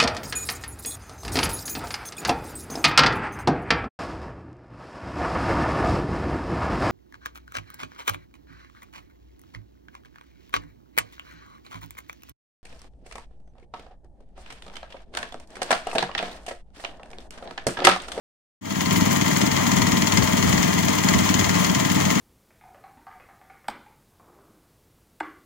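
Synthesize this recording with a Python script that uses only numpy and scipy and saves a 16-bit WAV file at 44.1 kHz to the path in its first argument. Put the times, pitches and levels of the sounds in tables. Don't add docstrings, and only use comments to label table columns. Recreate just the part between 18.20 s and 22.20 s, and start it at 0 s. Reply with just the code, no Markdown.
import sys
import numpy as np
from scipy import signal
from scipy.fft import rfft, irfft
from scipy.io import wavfile
from scipy.ndimage import uniform_filter1d

SR = 44100
rng = np.random.default_rng(int(sys.argv[2]) if len(sys.argv) > 2 else 0)


def attenuation_scalar(level_db):
    decades = np.asarray(level_db, float) / 20
    return 10 ** decades


def bounce(signal):
    frames = np.transpose(np.atleast_2d(signal))
    limited = np.clip(frames, -1, 1)
    pcm = np.round(limited * 32767).astype(np.int16)
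    wavfile.write(sys.argv[1], SR, pcm)


N = 176400

# t/s, engine cycles done
CRANK_MARKS = [
    (-.0586, -12),
    (.548, 0),
    (1.1547, 12),
    (1.7609, 24),
    (2.3691, 36),
    (2.9799, 48),
    (3.59, 60),
    (4.199, 72),
]


def level(x, db):
    return x * attenuation_scalar(db) / np.sqrt(np.mean(x ** 2))


def curve(table):
    hz, value = np.array(table, float).T
    bins_hz = np.fft.rfftfreq(N, 1 / SR)
    return np.interp(np.log(bins_hz + 1), np.log(hz), value)


def ring(x, hz, width_hz):
    return signal.lfilter(*signal.iirpeak(hz, hz / width_hz, fs=SR), x)


def body(x, modes):
    return sum(attenuation_scalar(db) * ring(x, hz, width_hz) for hz, width_hz, db in modes)


def walk(rate_hz):
    hold = int(SR / rate_hz)
    steps = np.repeat(rng.standard_normal(N // hold + 1), hold)
    return 0.79 * uniform_filter1d(uniform_filter1d(steps, hold), hold)[:N]


def grit(grain_db):
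    # f/Hz, shared fraction (0-1)
    alike = [(500, 0.94), (2000, 0.8), (5000, 0.18), (9000, .5), (14000, 0)]
    common, separate = rfft(rng.standard_normal((2, N)))
    share = np.clip(curve(alike), 0, 1)
    other = share * common + np.sqrt(1 - share ** 2) * separate
    pair = np.array([irfft(common, N), irfft(other, N)])
    grains = uniform_filter1d(rng.exponential(size=N), size=3)
    return pair * attenuation_scalar(grain_db * grains)


def bursts(cycles, events, force_db=0):
    energy = 0
    for place, db, decay, scatter_db in events:
        since = cycles - place + 20
        phase = since % 1
        scatter = scatter_db * np.clip(rng.standard_normal(120), -1.6, 1.6)
        luck_db = (scatter + force_db)[since.astype(int)]
        onset = np.minimum(phase * 90, 1)
        energy = energy + attenuation_scalar(2 * (db + luck_db)) * np.exp(-2 * phase / decay) * onset
    return np.sqrt(energy)


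def wind(t):
    # t/s, length/s, left level/dB, right level/dB
    gusts = [
        (1.363, 0.059, -32, -45),
        (1.606, 0.1, -21.5, -40),
        (1.736, .12, -32, -24),
        (1.999, 0.098, -15, -38),
        (2.304, 0.2, -27, -23),
        (2.967, 0.033, -36, -15),
        (3.202, 0.2, -30, -27.5),
    ]
    gain = attenuation_scalar(-42) * attenuation_scalar(2 * np.array([walk(6.2), walk(5.2)]))
    for at, length_s, *db in gusts:
        swell = np.exp(-((t - at) / length_s * 2) ** 2)
        gain = gain + attenuation_scalar(np.array(db))[:, None] * swell
    air = ring(rng.standard_normal((2, N)), 93, 144)
    air = ring(air, 93, 250)
    return gain * level(air, 0)


def whine(cycles):
    orders = [23, 45, 48, 52]
    orders_db = [-44.5, -44.5, -44.5, -43.5]
    tones = 0
    for order, db in zip(orders, orders_db):
        phase = 2 * np.pi * order * cycles + 0.63 * walk(7)
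        tones = tones + attenuation_scalar(db + 2.6 * walk(9.1)) * np.sqrt(2) * np.sin(phase)
    return tones


def gear_clatter():
    return level(grit(0.5) * attenuation_scalar(1.56 * walk(24.95)), 0)


def gear_case(clatter, knock):
    # f/Hz, width/Hz, level/dB
    case = [(440, 23, -5), (590, 63, -9), (645, 82, 4), (1043, 150, -5), (1240, 110, -10), (1666, 54, -2.5),
            (1876, 14, -5), (1967, 23.5, 3.5), (2095, 22, -4.5), (3270, 210, -1), (6370, 160, 1.5)]
    ringing = body(clatter + attenuation_scalar(-6.5) * knock, case)
    direct = clatter - ring(clatter, 60, 400)
    return level(ringing, -32.5) + level(direct, -18.5)


def firing_force(cycles):
    # t/s, level/dB
    odd_firings = [(.91, 0), (1.163, 1.5), (1.214, 3), (1.366, 2), (1.412, -11.5), (1.517, 0), (1.566, 4),
                   (1.82, 3.5), (1.972, 3.5), (2.023, -2), (2.074, -1.5), (2.276, -1.5), (2.429, 1),
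                   (2.479, 0), (2.682, 0), (2.734, -1.5), (2.887, 2.5), (3.09, 1.5), (3.14, 1.5),
                   (3.193, 1.5), (3.242, 3.5), (3.296, -1), (3.345, 1), (3.395, -2), (3.446, 2),
                   (3.952, -3.5)]
    force_db = np.zeros(120)
    for at, db in odd_firings:
        force_db[int(cycles[int(at * SR)] + 20.3)] = db
    return force_db


def valve_ticks(cycles, force_db):
    # share of cycle, level/dB, decay/cycles, scatter/dB
    valves = [
        (0.068, -3, .07, 2.5),
        (0.316, -3.5, .08, 4),
        (.49, -8.5, 0.25, 5.5),
        (.71, -22, 0.037, -11),
    ]
    ticks = bursts(cycles, valves, 0.16 * force_db) * grit(2.0)
    return level(ring(ticks, 12900, 7500), -20)


def combustion(cycles, force_db):
    # share of cycle, level/dB, decay/cycles, scatter/dB
    knocks = [
        (.17, 6, 0.13, 2),
        (.33, -5, 0.13, 5),
        (.52, -7.5, .1, 7),
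    ]
    return level(bursts(cycles, knocks, force_db) * grit(0.62), 0)


def cylinder_head(knock):
    # f/Hz, width/Hz, level/dB
    head = [(2063, 130, -1), (2960, 230, -13), (3276, 160, -5), (4390, 89, 7), (5190, 300, 3.5),
            (6480, 320, -0.5)]
    return level(ring(knock, 4300, 6800), -25.5) + level(body(knock, head), -30)


def exhaust():
    # share of cycle, level/dB, scatter/dB
    puffs = [
        (0.029, -9.5, 1.5),
        (0.264, -9, -0.5),
        (0.374, 1.5, 1),
        (0.464, -5, 3.5),
        (0.591, -10, 5),
        (0.769, -5, 2),
        (0.914, -15, 2),
    ]
    # f/Hz, width/Hz, level/dB
    muffler = [(99.8, 5.9, -1), (145, 62, -4.5), (181.2, 45, 2), (246, 64, 2), (281, 29, -15.5)]
    times, count = np.array(CRANK_MARKS).T
    jitter_s = 0.0002
    pulses = np.zeros(N)
    for place, db, scatter_db in puffs:
        time_luck, level_luck = rng.standard_normal((78, 2)).T
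        at_s = np.interp(np.arange(-10, 68) + place, count, times) + jitter_s * time_luck
        index = np.clip(at_s * SR, 0, N - 1).astype(int)
        pulses[index] += attenuation_scalar(db + scatter_db * level_luck)
    flow = rng.standard_normal(N) * attenuation_scalar(0.73 * walk(45))
    low = level(body(pulses, muffler), -23) + level(body(flow, muffler), -27)
    return signal.sosfilt(signal.butter(3, 335, fs=SR, output="sos"), low)


def machine(cycles):
    force_db = firing_force(cycles)
    knock = combustion(cycles, force_db)
    gears = gear_case(gear_clatter(), knock) + whine(cycles)
    return gears + valve_ticks(cycles, force_db) + cylinder_head(knock) + exhaust()


def wall_echo(near, t):
    delay_s, t60_s = 0.01188, 0.11
    tail = t[:8000]
    echo = rng.standard_normal((2, len(tail))) * (tail > delay_s) * attenuation_scalar(-60 * tail / t60_s)
    echo = echo * attenuation_scalar(-13) / np.sqrt(np.sum(echo ** 2, axis=1, keepdims=True))
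    return signal.fftconvolve(near, echo, axes=1)[:, :N]


def scene():
    # f/Hz, level/dB
    left = [(400, 3), (2000, 2.5), (4000, -5.5), (5500, -8), (7000, -1), (8500, -15.5), (12500, -26.5),
            (14900, -10)]
    # f/Hz, level/dB
    right = [(400, 0), (2000, -2.5), (4000, -12), (6500, -13), (8000, -23.5), (10300, -14), (13800, -29),
             (14900, -22)]
    t = np.arange(N) / SR
    near = machine(np.interp(t, *np.array(CRANK_MARKS).T))
    heard = near + wall_echo(near, t)
    heard[1] = np.roll(heard[1], -42)
    ports = attenuation_scalar(np.array([curve(left), curve(right)]))
    return irfft(rfft(heard) * ports, N) + wind(t)


def roll_off(x):
    return signal.sosfilt(signal.butter(12, 15920, fs=SR, output="sos"), x)


def record(dry):
    x = signal.sosfilt(signal.butter(3, 62, "high", fs=SR, output="sos"), dry)
    x = signal.sosfilt(signal.ellip(10, .2, 70, 15750, fs=SR, output="sos"), x)
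    bass = signal.sosfiltfilt(signal.butter(1, 450, fs=SR, output="sos"), x)
    start_s, fade_s = 0.41, 0.3
    fade = np.clip((np.arange(N) / SR - start_s) / fade_s, 0, 1)
    mix = bass * fade ** 0.75 + (x - bass) * fade ** 0.9
    return roll_off(mix)


dry = scene()
out = record(dry)
bounce(out)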